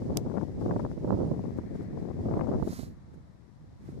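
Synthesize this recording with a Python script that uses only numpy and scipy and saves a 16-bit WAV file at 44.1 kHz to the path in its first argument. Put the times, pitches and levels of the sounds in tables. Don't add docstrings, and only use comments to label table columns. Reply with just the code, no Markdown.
import sys
import numpy as np
from scipy import signal
from scipy.fft import rfft, irfft
from scipy.io import wavfile
from scipy.ndimage import uniform_filter1d

SR = 44100
rng = np.random.default_rng(int(sys.argv[2]) if len(sys.argv) > 2 else 0)


def to_wav(s):
    ch = np.atleast_2d(s).T
    pcm = np.round(np.clip(ch, -1, 1) * 32767)
    wavfile.write(sys.argv[1], SR, pcm.astype(np.int16))


N = 176400
LEFT_LAG_S = .0003
LEFT_CUT_HZ, RIGHT_CUT_HZ = 104, 63.2


def undb(db):
    return 10 ** (np.asarray(db) / 20)


def times():
    return np.arange(N) / SR


def curve(rows):
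    return np.interp(times(), *np.array(rows, float).T)


def pan(db):
    gains = undb(np.array([[db], [-db]]) / 2)
    return gains / np.sqrt(np.mean(gains ** 2))


def per_bin(points):
    hz, db = np.array(points, float).T
    return np.interp(np.log(np.arange(N // 2 + 1) * SR / N + 1), np.log(hz), db)


def coloured(x, db):
    x = irfft(rfft(x) * undb(db), N)
    return x / x.std()


def noise(db):
    return coloured(rng.standard_normal(N), db)


def stereo_noise(points):
    return np.array([noise(per_bin(points)) for _ in range(2)])


def flutter(per_s):
    hold = int(SR / per_s)
    steps = rng.standard_normal(N)[np.arange(N) // hold]
    glide = uniform_filter1d(steps, hold)
    return glide / glide.std()


def click(points):
    cepstrum = irfft(np.log(undb(per_bin(points))), N)
    cepstrum[1:N // 2] *= 2
    cepstrum[N // 2 + 1:] = 0
    x = irfft(np.exp(rfft(cepstrum)), N)
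    return x / np.abs(x).max()


def outdoors():
    # frequency in Hz, relative level in dB.
    colour = [(25, -19.5), (60, -8), (300, -13.5), (500, 1.5), (980, -1.5), (1340, -8), (1900, -18.5),
              (2900, -30), (4000, -21.5), (5600, -37), (11000, -37), (14000, -54)]
    # frequency in Hz, tilt towards the left in dB.
    balance = [(300, -22), (600, 7), (1000, -1.5), (1700, 10), (2300, 4.5), (4000, 14), (6000, -6.5),
               (14000, -1.5)]
    # time in seconds, level in dB.
    level = [(0, -64.5), (2.0, -61.5), (3.0, -64.5), (3.5, -68), (4.0, -65)]
    bed = np.array([noise(per_bin(colour) + side * per_bin(balance) / 2) for side in (1, -1)])
    return bed * undb(curve(level))


def narrow_rush():
    # time in seconds, level in dB.
    level = [(0, -70.5), (1.1, -73.5), (1.5, -69.5), (1.8, -66.5), (2.2, -69), (2.7, -68.5), (3.0, -77.5),
             (4.0, -80.5)]
    centre_hz, step_octaves = 1860, .24
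    band = [(centre_hz * 2 ** (k * step_octaves), -4 * k * k) for k in np.arange(-4, 5)]
    return stereo_noise(band) * undb(curve(level)) * pan(db=11.5)


def air():
    # frequency in Hz, relative level in dB.
    colour = [(1000, -2), (2000, -1), (2900, -2.5), (3900, -2.5), (5200, 0), (7000, -5), (9000, -9),
              (12000, -14), (14500, -23)]
    # time in seconds, level in dB.
    level = [(0, -66.5), (.035, -67), (.1, -67.5), (.17, -65), (.22, -69), (.27, -68), (.43, -66),
             (.5, -70.5), (.585, -70.5), (.61, -64.5), (.74, -66.5), (.8, -64.5), (.88, -69), (.92, -65.5),
             (.96, -71), (1.01, -68.5), (1.13, -66), (1.28, -66), (1.38, -68.5), (1.44, -68), (1.53, -69.5),
             (1.69, -72), (1.8, -68), (1.9, -73.5), (1.99, -68.5), (2.15, -71), (2.24, -67), (2.6, -66.5),
             (2.95, -76.5), (3.45, -78), (3.8, -76), (4.0, -71.5)]
    return stereo_noise(colour) * undb(curve(level)) * pan(db=-2)


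def swishes():
    # centre in seconds, half-width in seconds, peak level in dB.
    swells = [(0.618, 0.015, -71), (1.579, .014, -61.5), (1.76, 0.013, -64), (1.826, .015, -67),
              (3.145, .012, -67.5), (3.885, 0.068, -64.5)]
    # frequency in Hz, relative level in dB.
    colour = [(900, 8), (2100, 5), (3000, -7), (5500, -5), (9000, -7.5), (14000, -15)]
    envelope = sum(undb(db) * np.exp(-((times() - at) / width) ** 2) for at, width, db in swells)
    return stereo_noise(colour) * envelope * pan(db=-2.5)


def add_eddy(out, at_s, size, corner_hz):
    reach = SR / corner_hz
    i = np.arange(max(int(at_s * SR - reach), 0), min(int(at_s * SR + reach), N))
    out[i] += size / np.cosh(np.pi ** 2 * corner_hz * (i / SR - at_s))


def port(x, cut_hz):
    for hz, kind in ((36, "high"), (cut_hz, "high"), (1930, "low")):
        x = signal.sosfilt(signal.butter(2, hz, kind, fs=SR, output="sos"), x)
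    return x


def eddies(gust, cut_hz):
    eddies_per_s, scatter_db, corner_scatter = 700, 4, .16
    reference_hz, reference_db, db_per_octave = 237, -28.5, 18
    gust_db = curve(gust)
    puff_db = 2.5 * flutter(per_s=60)
    pressure = np.zeros(N)
    draws = rng.standard_normal((int(eddies_per_s * N / SR), 4))
    for k, (shift, strength, brightness, sign) in enumerate(draws):
        i = int(np.clip((k + shift) / eddies_per_s * SR, 0, N - 1))
        octaves = (gust_db[i] + puff_db[i] - reference_db) / db_per_octave
        corner_hz = reference_hz * 2 ** octaves * np.exp(corner_scatter * brightness)
        size = np.sign(sign) * undb(scatter_db * strength + puff_db[i])
        add_eddy(pressure, i / SR, size, corner_hz)
    rumble = port(pressure, cut_hz)
    power = uniform_filter1d(rumble ** 2, size=3500)
    return rumble / np.sqrt(power + 1e-12) * undb(gust_db + .5)


def gusts():
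    # time in seconds, wind strength in dB.
    left = [(0.0, -35), (0.18, -28.5), (0.22, -33.5), (0.42, -27.5), (0.5, -36.5), (0.58, -36.5),
            (0.64, -30), (0.9, -31.5), (0.98, -43.5), (1.04, -30.5), (1.5, -33), (1.54, -37), (1.58, -33.5),
            (1.64, -44.5), (1.66, -38), (1.82, -33.5), (1.86, -39), (2.06, -31.5), (2.14, -36), (2.22, -30),
            (2.58, -27), (2.62, -35), (2.74, -39), (2.8, -54), (2.88, -40), (2.96, -50.5), (3.8, -51.5),
            (3.87, -43), (4.0, -38.5)]
    right = [(0.0, -36.5), (0.08, -33), (0.16, -29.5), (0.2, -40.5), (0.26, -28.5), (0.3, -45.5),
             (0.36, -38), (0.46, -44.5), (0.6, -33), (0.68, -28.5), (0.94, -38.5), (1.14, -26.5),
             (1.26, -29.5), (1.32, -31.5), (1.36, -36), (1.88, -39.5), (1.98, -37), (2.1, -42.5),
             (2.22, -33), (2.4, -28), (2.44, -39.5), (2.52, -31), (2.56, -28.5), (2.72, -35.5), (2.76, -46),
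             (2.8, -38), (3.02, -51), (3.159, -46.5), (3.3, -57), (3.53, -67.5), (3.6, -49), (3.78, -51),
             (4.0, -41)]
    return np.array([eddies(left, LEFT_CUT_HZ), eddies(right, RIGHT_CUT_HZ)])


def buffets():
    # time in seconds, strength in dB, corner in Hz, half the flurry's length in seconds,
    # side (-1 left, 1 right).
    thumps = [(0.021, -26, 352, 0.0052, -1), (.099, -24, 347, 0.0033, -1), (.263, -24, 352, 0.0039, -1),
              (.299, -22.5, 367, 0.0038, -1), (0.317, -27, 464, 0.0046, -1), (.374, -20.5, 580, 0.0088, -1),
              (0.388, -28, 478, 0.0044, -1), (0.414, -23, 507, 0.0048, -1), (.616, -21.5, 390, 0.0083, -1),
              (.661, -19, 394, 0.0039, -1), (0.699, -19, 308, 0.0066, 1), (.711, -16, 530, 0.0046, -1),
              (.762, -16.5, 306, 0.0035, 1), (.765, -18, 434, 0.0055, -1), (0.798, -20, 490, 0.0077, -1),
              (.851, -16.5, 470, 0.0011, -1), (.864, -22, 378, 0.0015, 1), (.915, -22.5, 474, 0.00095, -1),
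              (1.047, -17, 312, 0.0044, 1), (1.088, -25, 330, 0.0056, 1), (1.106, -11, 438, 0.0007, 1),
              (1.126, -14, 325, 0.0071, 1), (1.134, -23, 330, 0.0022, 1), (1.152, -22, 350, 0.0032, 1),
              (1.174, -25, 300, 0.0023, 1), (1.205, -19, 300, 0.002, 1), (1.213, -19, 326, 0.0015, 1),
              (1.249, -25, 265, 0.0025, 1), (1.234, -18.5, 270, 0.0019, 1), (1.289, -27, 277, 0.0043, 1),
              (1.315, -16, 302, 0.0035, 1), (1.394, -24, 370, 0.0016, -1), (1.441, -23, 310, 0.0029, -1),
              (1.454, -25.5, 360, 0.0046, -1), (1.507, -27, 333, 0.0019, -1), (1.588, -20, 333, 0.0057, -1),
              (1.756, -26, 324, 0.0029, -1), (1.81, -28.5, 400, 0.0015, -1), (1.93, -25, 170, 0.0026, 1),
              (1.975, -27, 353, 0.0032, -1), (2.053, -25, 322, 0.0044, -1),
              (2.115, -25.5, 340, 0.00273, -1), (2.287, -22.5, 383, 0.0066, -1),
              (2.34, -17, 500, 0.0041, -1), (2.394, -19, 500, 0.0028, -1), (2.412, -17.5, 690, 0.0029, -1),
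              (2.445, -21, 450, 0.0029, -1), (2.471, -21, 420, 0.0032, -1), (2.489, -21.5, 395, 0.0031, -1),
              (2.517, -20, 380, 0.0057, 1), (2.599, -20, 295, 0.0026, 1), (2.626, -12.5, 340, 0.0057, 1),
              (2.676, -21.5, 354, 0.0057, -1), (2.733, -27.5, 225, 0.0049, -1),
              (2.793, -24.5, 209, 0.0051, 1), (2.832, -26.5, 208, 0.003, 1),
              (3.142, -35.5, 170, 0.0043, -1), (3.179, -35, 150, 0.0061, 1), (3.492, -41, 110, 0.0089, -1),
              (3.890, -27, 200, 0.0015, 1), (3.925, -35, 260, 0.0018, 1)]
    flurry_per_s, flurry_db = 1000, -2.5
    left, right = np.zeros((2, N))
    for at, db, corner_hz, half_s, side in thumps:
        pressure = right if side > 0 else left
        size = undb(db + 2.5)
        add_eddy(pressure, at, -size, corner_hz)
        flurry_start = at - .598 * half_s
        for k in range(int(2 * half_s * flurry_per_s)):
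            shift, share = rng.uniform(-.85, 1, 2)
            eddy_s = flurry_start + (k + shift) / flurry_per_s
            add_eddy(pressure, eddy_s, size * undb(flurry_db) * share, corner_hz)
    return np.array([port(left, LEFT_CUT_HZ), port(right, RIGHT_CUT_HZ)])


def hiss():
    # frequency in Hz, relative level in dB.
    left_colour = [(600, 6), (1500, 9), (2300, -1), (3100, -8), (3950, 4), (4700, -2), (5700, -8),
                   (7400, -10), (8300, -3), (9400, -11), (10500, -17), (11700, -6), (14500, -18)]
    right_colour = [(600, -4), (1750, -.5), (2350, -6), (2950, -9), (3650, -5.5), (4200, 1.5), (5500, -.5),
                    (7200, -.5), (8500, -4), (9800, -5.5), (10900, -3), (13700, -7), (14500, -12)]
    start_s, attack_s, hold_s, release_s = 2.575, .17, .047, .14
    t = times() - start_s
    before_peak = np.maximum(1 - t / attack_s, 0)
    after_peak = np.maximum((t - attack_s - hold_s) / release_s, 0)
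    swell_db = -29 * (before_peak + after_peak) ** 1.61
    jet = rng.standard_normal(N)
    left = coloured(np.roll(jet, int(LEFT_LAG_S * SR)), per_bin(left_colour)) * undb(-54.5)
    right = coloured(jet, per_bin(right_colour)) * undb(-49.5)
    return np.array([left, right]) * undb(swell_db + .5 * flutter(per_s=45))


def bill_snap():
    # frequency in Hz, relative level in dB.
    crack_colour = [(1000, -34), (2000, -20), (2400, -13), (3200, -5.5), (3800, -6), (4300, -11), (4850, 0),
                    (6500, -.5), (8700, -5), (10000, -13), (11400, -4), (14500, -12)]
    bill_resonances = [(1000, -26), (2000, -10), (3000, -12), (3550, -20), (4250, -4), (4900, -18),
                       (5500, -7), (6300, -14), (7400, -17), (7950, -8), (8750, -21), (9300, -5), (9900, 1),
                       (11000, -10), (11900, -13), (13200, -2), (14500, -9)]
    echo_colour = [(1200, -18), (2600, -10), (4200, -4), (5700, 0), (8000, -5), (10000, -8), (11500, -13),
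                   (14500, -4)]
    snap_s, ring_delay_s, ring_t60_s, echo_t60_s = .1721, .0006, .006, .08
    left = np.roll(click(bill_resonances), int((snap_s + LEFT_LAG_S) * SR)) * undb(-16.5)
    right = np.roll(click(crack_colour), int(snap_s * SR)) * undb(-6.5)
    crack = np.array([left, right])
    t = times() - (snap_s + ring_delay_s)
    fade = lambda t60_s: (t >= 0) * undb(-60 * np.maximum(t, 0) / t60_s)
    ring = noise(per_bin(bill_resonances)) * fade(ring_t60_s) * undb(-37) * pan(db=-2)
    echo = stereo_noise(echo_colour) * fade(echo_t60_s) * undb(-48) * pan(db=11)
    return ring + echo - crack


def scene():
    background = outdoors() + narrow_rush()
    wind = swishes() + air() + gusts() + buffets()
    return background + wind + hiss() + bill_snap()


def record(dry):
    top_hz = 14500
    return signal.sosfilt(signal.ellip(8, .2, 70, top_hz, fs=SR, output="sos"), dry)


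dry = scene()
out = record(dry)
to_wav(out)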